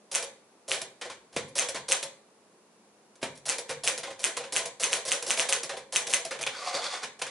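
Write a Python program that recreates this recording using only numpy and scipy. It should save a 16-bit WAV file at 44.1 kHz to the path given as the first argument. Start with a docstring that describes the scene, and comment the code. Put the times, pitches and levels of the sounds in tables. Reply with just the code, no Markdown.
"""Fast typing clatters on a small manual typewriter on a wooden table in a quiet room, then its carriage returns.
Showers of tiny clicks ring metal parts to make the rattles, and single clicks make the harder knocks.
Each letter ends in a crack and thud on the rubber platen, echoed by near surfaces; noise shakes case and table.
The carriage is a grainy rumble in surges; fading noise gives the room's echo and steady noise its quiet hiss."""
import sys
import numpy as np
from scipy import signal
from scipy.fft import rfft, irfft
from scipy.io import wavfile

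SR = 44100
rng = np.random.default_rng(int(sys.argv[2]) if len(sys.argv) > 2 else 0)


def inscribe(sig):
    """Save sig as 16-bit PCM at rate SR to the path in sys.argv[1].

    A 1-D sig is mono; a 2-D sig holds one channel per row.
    Samples are clipped to [-1, 1] before scaling.
    """
    pcm = np.round(np.clip(np.atleast_2d(sig).T, -1, 1) * 32767)
    wavfile.write(sys.argv[1], SR, pcm.astype(np.int16))


N = 321930   # length in samples

# Letter keys. Each row: time the slug hits the platen in seconds, crack level in dB, thud level in dB,
# how long before that the key goes down in ms, press level in dB,
# how long after it the typebar falls back in ms, fall level in dB. Levels compare one key with another.
LETTERS = [(0.1505, -5, -15, 36.7, -32, 74, -26.5), (0.716, -13.5, -8, 37.4, -30.5, 98.4, -26.5),
           (1.589, -5, -12, 35.8, -27, 96.5, -23.5), (1.92, -2, -7.5, 37.4, -25, 106.6, -22.5),
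           (3.491, -6.5, -16.5, 36.7, -30, 91, -25.5), (3.8755, -5, -7.5, 40.9, -26.5, 101, -25),
           (4.2412, -4.5, -10, 50, -36.5, 126.5, -24.5), (4.5635, -6.5, -10, 41.6, -27, 91, -26),
           (4.8352, -6, -10.5, 38.3, -27.5, 56, -40), (4.9304, -7, -8, 17, -34, 149, -24.5),
           (5.1179, -6.5, -8.5, 67, -29.5, 105.8, -24.5), (5.3059, -5.5, -9, 41.6, -28, 64, -28),
           (5.396, -7.5, -7.5, 23, -32.5, 92, -20), (5.5254, -4.5, -8.5, 39, -34.5, 106, -23),
           (5.9604, -4, -7, 37.2, -28, 108, -23.5), (6.1371, -2, -6, 42, -29, 112, -25.5)]
# Shift key. Each row: time the type basket lands in seconds, landing level in dB,
# how long before that the slack is taken up in ms, slack level in dB,
# time the key is let go in seconds, let-go level in dB. Levels are relative.
SHIFTS = [(1.3628, -15, 37, -41, 1.7444, -21.5), (3.2272, -17, 12.5, -33.5, 3.692, -21)]
# Tones of the table top. 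Each row: pitch in Hz, relative level in dB, time to fade by 60 dB in seconds.
TABLE_MODES = [(71.6, -10.5, 0.12), (146.5, -4.5, 0.22), (173, -7, 0.035), (277, -9, 0.012)]

SPREAD_DB = 2   # typical random change in each tone's strength from one part to the next


def from_db(db):
    """Turn a level in dB into a gain."""
    return 10 ** (np.asarray(db) / 20)


def at_hz(points, hz):
    """Read a table between its points, with frequency spaced as the ear hears it (logarithmic)."""
    points = np.array(points)
    return np.interp(np.log(hz), np.log(points[:, 0]), points[:, 1])


def band(x, low_hz, high_hz):
    """Gently keep the sound between two frequencies."""
    sos = signal.butter(1, [low_hz, high_hz], "band", fs=SR, output="sos")
    return signal.sosfilt(sos, x + 1e-18)   # the tiny offset avoids slow arithmetic in silence


def ring(x, modes, changes=(0,), vary_db=0):
    """Let a signal strike fading tones side by side; at each change time every tone gets a new strength."""
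    out = 0
    part = np.searchsorted(np.sort(changes), np.arange(N) / SR)
    strengths = from_db(vary_db * rng.standard_normal((len(changes) + 1, len(modes))))
    for k, (hz, level_db, t60) in enumerate(modes):
        r = from_db(-60 / (t60 * SR))   # fading per sample
        w = 2 * np.pi * hz / SR         # turn per sample
        gain = (-1) ** k * from_db(level_db) * np.sqrt(1 - r * r)   # neighbours have opposite signs
        push = x * strengths[part, k] + 1e-18
        out = out + signal.lfilter([0, gain * np.sin(w)], [1, -2 * r * np.cos(w), r * r], push)
    return out


def stereo_noise(size, spectrum):
    """Coloured noise whose two channels are alike in the bass and differ in the treble; rms 1."""
    # How alike left and right are. Each row: frequency in Hz, likeness (1 same, 0 unrelated, -1 opposite).
    likeness = [(30, 1), (200, 0.92), (500, 0.92), (2000, 0.37), (4000, 0.0042), (8000, -0.47)]
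    hz = np.maximum(np.fft.rfftfreq(size, 1 / SR), 10)
    mid, side = rfft(rng.standard_normal((2, size))) * from_db(at_hz(spectrum, hz))
    alike = np.clip(at_hz(likeness, hz), -1, 1)
    both = irfft(np.sqrt(1 + alike) * mid + np.sqrt(1 - alike) * side * [[1], [-1]], size)
    return both / np.sqrt(np.mean(both ** 2))


def bursts(starts, levels_db, lengths_ms, fall_ms, rise_ms=1.0):
    """Loudness curve of rattles: each swells, lasts for its length (60 ms at most), then dies away."""
    out = np.zeros(N)
    t = np.arange(round(.15 * SR)) / SR * 1000   # ms
    for s, level_db, length in zip(starts, levels_db, lengths_ms):
        i = round((s - rise_ms / 2000) * SR)   # the swell is centred on the start time
        rise = np.minimum(t / rise_ms, 1) ** 2
        fall = np.exp(-np.maximum(t - np.clip(length, 0, 60), 0) / fall_ms)
        out[i:i + len(t)] += (from_db(level_db) * rise * fall)[:N - i]
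    return out


def chatter(per_s, spread_db):
    """A dense shower of tiny metal contacts of uneven size; rms 1."""
    sizes = from_db(spread_db * np.minimum(rng.exponential(1, N), 4)) * rng.choice([-1, 1], N)
    shower = sizes * (rng.random(N) < per_s / SR)
    return shower / np.sqrt(np.mean(shower ** 2))


def clicks(starts, levels_db):
    """One single-sample push per event."""
    out = np.zeros(N)
    out[np.round(np.asarray(starts) * SR).astype(int)] = from_db(levels_db)
    return out


def room_tone():
    """The quiet room's steady hum and hiss, made of coloured noise."""
    # Each row: frequency in Hz, relative level in dB per Hz.
    air_spectrum = [(15, -74), (25, -46), (123, -20), (216, -3), (252, -10), (399, -4.5), (758, -11),
                    (955, -11.5), (1680, -19.5), (2800, -21), (3110, -23.5), (10600, -22), (11500, -33),
                    (15000, -73), (22000, -120)]
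    return from_db(-60.5) * stereo_noise(N, air_spectrum)


def contacts():
    """List the rattles and hard knocks that unfold as keys, bar and loose parts meet and let go."""
    # Typebars that touch, and the return lever. Each row: time in seconds, mid level in dB, treble level in dB.
    lone_knocks = [(5.3756, -13.5, -19), (6.3907, -26, -27), (6.4294, -17, -12), (6.438, -12, -18),
                   (6.4656, -19, -13), (6.4706, -10, -28), (6.4753, -10, -24), (7.2219, -14, -13),
                   (7.2677, -26, -29)]
    # Space bar. Each row: time it goes down in seconds, down level in dB, extra treble in dB,
    # carriage step level in dB, how long after going down it is let go in ms, let-go level in dB.
    spaces = [(1.0128, -22, -6, -31, 85, -23), (4.0323, -22.5, 1.5, -31, 71, -28),
              (4.366, -23.5, -3, -35, 71, -25.5), (5.6924, -21, 6, -33, 75.3, -25),
              (6.3086, -20, 3.5, -34, 81, -27)]
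    # Loose parts, fingers on keys, return lever and carriage stop.
    # Each row: time in seconds, level in dB, extra treble in dB.
    loose_parts = [(1.48, -58.5, 18.5), (1.62, -25, -13), (3.1533, -50, 1), (3.352, -55.5, 14),
                   (3.3723, -61, 18.5), (3.684, -37, -11), (4.1835, -49, -14), (5.4226, -43, -57),
                   (6.4103, -25.5, 1.5), (6.463, -17, -13), (7.031, -21, -8), (7.191, -35.5, -1),
                   (7.2156, -17.5, -9), (7.2643, -27, -9)]
    # How each kind of contact rattles. In each, added to the contact's own level: mid in dB, treble in dB,
    # case in dB, table in dB; then how long it holds in ms.
    press_kind = (-15.5, 2, -9.5, -20.5, 6.5)
    fall_kind = (-15.5, -0.5, -12.5, -22.5, 6.5)
    space_down = (-12, -20.5, -16.5, -37.5, 10.5)
    space_step = (-15.5, -30, -5.5, -21, 12.5)
    space_up = (-15, -18, -14.5, -20.5, 7.5)
    shift_slack = (-14, -7.5, -14, -8.5, 9)
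    shift_land = (-12.5, -11, -13, -12, 3.5)
    shift_up = (-13.5, -12.5, -13, -19, 24)
    loose_kind = (-10.5, -1, -11.5, -20.5, 3.5)
    # The hard knock near the start of some contacts. In each: delay in ms, then, added to the contact's level,
    # mid in dB, treble in dB, case and table in dB.
    press_knock = (3, -16, -6, -26.5)
    fall_knock = (2.5, 0, 2.5, -14)
    space_knock = (1, -8, -2, -24)
    step_knock = (2, -9.5, -15, -17)
    land_knock = (2, 0.5, -34, -1.5)
    up_knock = (2, -8, -1.5, -6)
    press_hold = 0.4   # share of the key's way down added to its rattle
    step_ms = 37       # the carriage moves on one place this long after the bar goes down
    frame_db = -27.5   # what lone knocks pass on to case and table, relative to their mid level

    rattles = []
    blows = [(s, mid_db, treble_db, mid_db + frame_db) for s, mid_db, treble_db in lone_knocks]

    def add(s, db, kind, knock=None, bright_db=0, hold_ms=0):
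        """Add one contact; case and table get half of its extra treble gain in dB."""
        mid, treble, case, table, ms = kind
        body_db = db + bright_db / 2
        rattles.append((s, db + mid, db + treble + bright_db, body_db + case, body_db + table, ms + hold_ms))
        if knock:
            late_ms, knock_mid, knock_treble, knock_frame = knock
            blows.append((s + late_ms / 1000, db + knock_mid, db + knock_treble, db + knock_frame))

    for s, _, _, down_ms, press_db, back_ms, fall_db in LETTERS:
        add(s - down_ms / 1000, press_db, press_kind, press_knock, hold_ms=press_hold * down_ms)
        add(s + back_ms / 1000, fall_db, fall_kind, fall_knock)
    for s, db, bright_db, step_db, up_ms, up_db in spaces:
        add(s, db, space_down, space_knock, bright_db)
        add(s + step_ms / 1000, step_db, space_step, step_knock)
        add(s + up_ms / 1000, up_db, space_up, step_knock, bright_db)
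    for s, db, slack_ms, slack_db, up_s, up_db in SHIFTS:
        add(s - slack_ms / 1000, slack_db, shift_slack, hold_ms=slack_ms)
        add(s, db, shift_land, land_knock)
        add(up_s, up_db, shift_up, up_knock)
    for s, db, bright_db in loose_parts:
        add(s, db, loose_kind, bright_db=bright_db)
    return np.transpose(rattles), np.transpose(blows)


def linkages():
    """Loose metal rattles as showers of contacts ring it, while bursts of noise shake the case and table."""
    # Levers and typebars. Each row: pitch in Hz, relative level in dB, time to fade by 60 dB in seconds.
    metal_modes = [(1196, -10, 0.002), (1720, -26, 0.029), (2340, -2, 0.019), (2357, 6, 0.11),
                   (3630, -51, 0.031), (4520, -16, 0.028), (5200, -9, .012), (6090, 6.5, 0.0021),
                   (6980, -61, 0.03), (8840, -54, 0.0109), (9350, 7.5, 0.0028)]
    # Sheet-metal case. Each row: pitch in Hz, relative level in dB, time to fade by 60 dB in seconds.
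    case_modes = [(362, -5.5, 0.044), (465, -6.5, 0.059), (542.5, 1, 0.12), (666.7, -0.5, 0.066),
                  (780, -8.5, 0.051), (1028, -4.5, 0.014)]
    guide_db, escapement_db, shake_db = -33.5, -31.5, -40   # relative levels at each letter
    escape_s = .004   # the escapement lets go this long after a strike

    s, mid_db, treble_db, case_db, table_db, ms = contacts()[0]
    hit, press_db = np.transpose(LETTERS)[[0, 4]]
    ones = np.ones(len(hit))
    parts = np.append(s, hit - .012) - .003   # tone strengths change just before each rattle

    # The typebar enters its guide just before the strike, louder for a harder press.
    guide_levels = guide_db + press_db - press_db.mean()
    guide = bursts(hit - .010, guide_levels, 9 * ones, fall_ms=.8, rise_ms=4)
    escapement = bursts(hit + escape_s, escapement_db * ones, 22.4 * ones, fall_ms=29.4, rise_ms=1.4)
    typing = guide + escapement
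    mid_curve = bursts(s, mid_db, ms, fall_ms=25.4, rise_ms=4.1) + typing
    high_curve = bursts(s, treble_db, ms, fall_ms=14.6, rise_ms=4.6) + from_db(5.5) * typing
    mids = chatter(12000.0, spread_db=2.0) * mid_curve
    highs = chatter(15000.0, spread_db=6.5) * high_curve

    low_modes = [m for m in metal_modes if m[0] < 4000]
    high_modes = [m for m in metal_modes if m[0] >= 4000]
    metal = from_db(-16.5) * ring(mids, low_modes, parts, SPREAD_DB)
    metal += from_db(5.5) * band(mids, 820, 3610)
    metal += from_db(-26.5) * ring(highs, high_modes, parts, SPREAD_DB)
    metal += from_db(-2.0) * band(highs, 4270, 11600)

    shaking = bursts(s, case_db, ms, fall_ms=13.3)
    shaking += bursts(hit - .005, shake_db * ones, 60 * ones, fall_ms=38.0)
    shaken = rng.standard_normal(N) * shaking
    case = from_db(-5) * ring(shaken, case_modes, parts, SPREAD_DB)
    case += from_db(6.5) * band(band(shaken, 346, 710), 346, 710)

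    thumps = bursts(s, table_db, ms, fall_ms=9.5)
    thumps += bursts(hit, (shake_db - 15) * ones, 7.56 * ones, fall_ms=7.8)
    table = from_db(-2.5) * ring(rng.standard_normal(N) * thumps, TABLE_MODES)
    return metal + case + table


def knocks():
    """Solid parts meet: a click starts a short hard ring and a dull blow into the frame."""
    s, mid_db, treble_db, frame_db = contacts()[1]
    # Each tone below: pitch in Hz, relative level in dB, time to fade by 60 dB in seconds.
    mids = ring(clicks(s, mid_db), [(2405, 4.6, 0.015), (3440, 0, 0.0046), (1750, -11.0, 0.0096)])
    blow = ring(clicks(s, frame_db), [(443, -2.0, 0.0083), (221, -3.0, 0.0056), (151, -10.5, 0.055)])
    treble = ring(clicks(s, treble_db), [(9140, -1.0, 0.0032), (6300, -2.5, 0.008)])
    return from_db(3.0) * mids + from_db(20.0) * blow + from_db(4.0) * treble


def strikes():
    """Steel slugs crack on the paper, the rubber platen thuds, the typebar rings and near surfaces echo it."""
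    # Struck typebar and basket. Each row: pitch in Hz, relative level in dB, time to fade by 60 dB in seconds.
    typebar_modes = [(2030, -6, 0.032), (2550, -5, 0.11), (6280, 3, 0.02), (8800, -4.5, 0.04)]
    # Near surfaces. Each row: delay in ms, level in dB, low edge of the echo in Hz.
    near_echoes = [(5.8, 0, 4000), (14.6, -7, 3000)]
    slug_modes = [(8700, 6, .002), (6000, 0, .0025)]   # Hz, dB, seconds to fade by 60 dB
    echo_boost_db = 2   # extra crack level sent to the surfaces
    rebound_s = .006    # the typebar rings once it leaves the paper

    s, crack_db, thud_db = np.transpose(LETTERS)[:3]
    crack = ring(clicks(s, crack_db), slug_modes)
    bounced = ring(clicks(s, crack_db + echo_boost_db), slug_modes)
    thud = band(ring(clicks(s + .0006, thud_db), [(2800, 14, .003)]), 1900, 16600)
    rebound = ring(clicks(s + rebound_s, crack_db), typebar_modes, s - .002, SPREAD_DB)
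    thud = thud + from_db(2.0) * rebound

    # The crack leans right, the thud and typebar lean left.
    out = crack * from_db([[-1.5], [1.5]]) + thud * from_db([[.7], [-.7]])
    for k, (ms, level_db, low_hz) in enumerate(near_echoes):
        echo = from_db(level_db) * band(bounced + from_db(-17.0) * thud, low_hz, 15000)
        for ear in range(2):
            lag = round(ms / 1000 * SR) + 2 * ear * (-1) ** k   # the right ear is two samples late or early
            out[ear, lag:] += echo[:-lag]
    return crack + thud, out


def feet():
    """The machine settles after a heavy shift, pushing softly through its rubber feet into the table."""
    s, db, _, _, up_s, up_db = np.transpose(SHIFTS)
    settle_s = .065   # delay after the basket lands or the key is let go
    pushes = clicks(s + settle_s, db + 6) + clicks(up_s + settle_s, up_db + 4)
    return ring(band(pushes, 60.0, 200.0), TABLE_MODES)


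def carriage():
    """Rollers and rack teeth make a grainy rumble, in surges, as the carriage is pushed along its rails."""
    # Surges of the push. Each row: time in seconds, rolling level in dB.
    slide = [(6.49, -65), (6.546, -46.5), (6.64, -42), (6.685, -34), (6.725, -43), (6.754, -31.5),
             (6.808, -43), (6.844, -33), (6.896, -43), (6.944, -35), (7.016, -52), (7.035, -38.5),
             (7.1, -71)]
    # Colour of the rolling. Each row: frequency in Hz, relative level in dB per Hz.
    rail_spectrum = [(120, -65), (200, -20), (538, 2.5), (791, -1), (1180, 15), (1350, 1.5), (2130, 5),
                     (3020, -10), (4680, -11.5), (11000, -26), (14300, -62), (22000, -120)]
    # Rack teeth and rollers. Each row: pitch in Hz, relative level in dB, time to fade by 60 dB in seconds.
    rack_modes = [(533, -1.5, 0.062), (720, -4, 0.047), (855, -7, 0.09), (1155, -7.5, 0.046),
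                  (1420, -3, 0.013), (3450, -6, 0.012), (4590, -3.5, 0.012)]
    bright_db, bright_follows = -28, 0.92   # treble level at the mean push, and its share of each surge
    teeth_db = -3.5   # rack teeth in the rumble

    s, level_db = np.transpose(slide)
    t = np.arange(N) / SR
    level = np.interp(t, s, level_db)
    moving = (t > s[0]) & (t < s[-1])
    bright = bright_db + bright_follows * (level - level_db.mean())

    hz = np.maximum(np.fft.rfftfreq(N, 1 / SR), 10)
    grains = irfft(rfft(chatter(per_s=3500.0, spread_db=1.5)) * from_db(at_hz(rail_spectrum, hz)), N)
    grains /= grains.std()
    top = signal.sosfilt(signal.butter(2, 4000, "high", fs=SR, output="sos"), grains)
    teeth = ring(chatter(per_s=700.0, spread_db=3.0), rack_modes, np.arange(6.5, 7.1, .03), vary_db=4)
    rolling = grains - top + from_db(teeth_db) * teeth
    return band(moving * (from_db(level) * rolling + from_db(bright) * top), 320.0, 19000)


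def tail():
    """One room echo: stereo noise cut into octaves, each dying away at its own rate."""
    # How fast the room falls silent. Each row: frequency in Hz, time to fade by 60 dB in seconds.
    room_t60 = [(100, 0.62), (300, 0.48), (1000, 0.42), (4000, 0.36), (11000, 0.31)]
    size = round(.6 * SR)
    t = np.arange(size) / SR
    noise = stereo_noise(size, [(20, 0), (20000, 0)])   # equal level at all frequencies
    out = 0
    for low in 40 * 2. ** np.arange(9):
        octave = signal.sosfilt(signal.butter(2, [low, 2 * low], "band", fs=SR, output="sos"), noise)
        out = out + octave * from_db(-60 * t / at_hz(room_t60, low * np.sqrt(2)))
    out = out * np.clip((t - .002) / 0.0013, 0, 1)   # builds up over the first reflections
    return out / np.sqrt(np.mean(np.sum(out ** 2, axis=1)))


def room(x, count=5):
    """Successive sounds come from different parts of the machine, so they take different paths in the room."""
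    turn = np.arange(N) / SR / .04   # a new path every 40 ms, blended with the one before
    out = 0
    for k in range(count):
        share = np.clip(1 - np.abs((turn - k + count / 2) % count - count / 2), 0, 1)
        out = out + signal.fftconvolve((x * share)[None], tail(), axes=1)[:, :N]
    return out


def scene():
    """Add up the machine close to the microphone pair, its echo in the room, and the room tone."""
    strike, strike_with_echoes = strikes()
    works = linkages() + knocks() + feet() + carriage()
    # The machine's sound is thinned below about 110 Hz.
    works = signal.sosfilt(signal.butter(2, 110, "high", fs=SR, output="sos"), works)
    near = works * from_db([[-.3], [.3]]) + strike_with_echoes
    wet = from_db(-1.5) * room(works + from_db(-0.5) * strike)
    return near + wet + room_tone()


def record(dry):
    """The top treble drops in a step above 11 kHz, then is cut away towards 13.6 kHz."""
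    step = signal.ellip(8, .5, 30, 11030, fs=SR, output="sos")
    x = signal.sosfilt(step, dry)
    return signal.sosfilt(signal.cheby2(14, 75, 13600, fs=SR, output="sos"), x)


dry = scene()
out = record(dry)
inscribe(out)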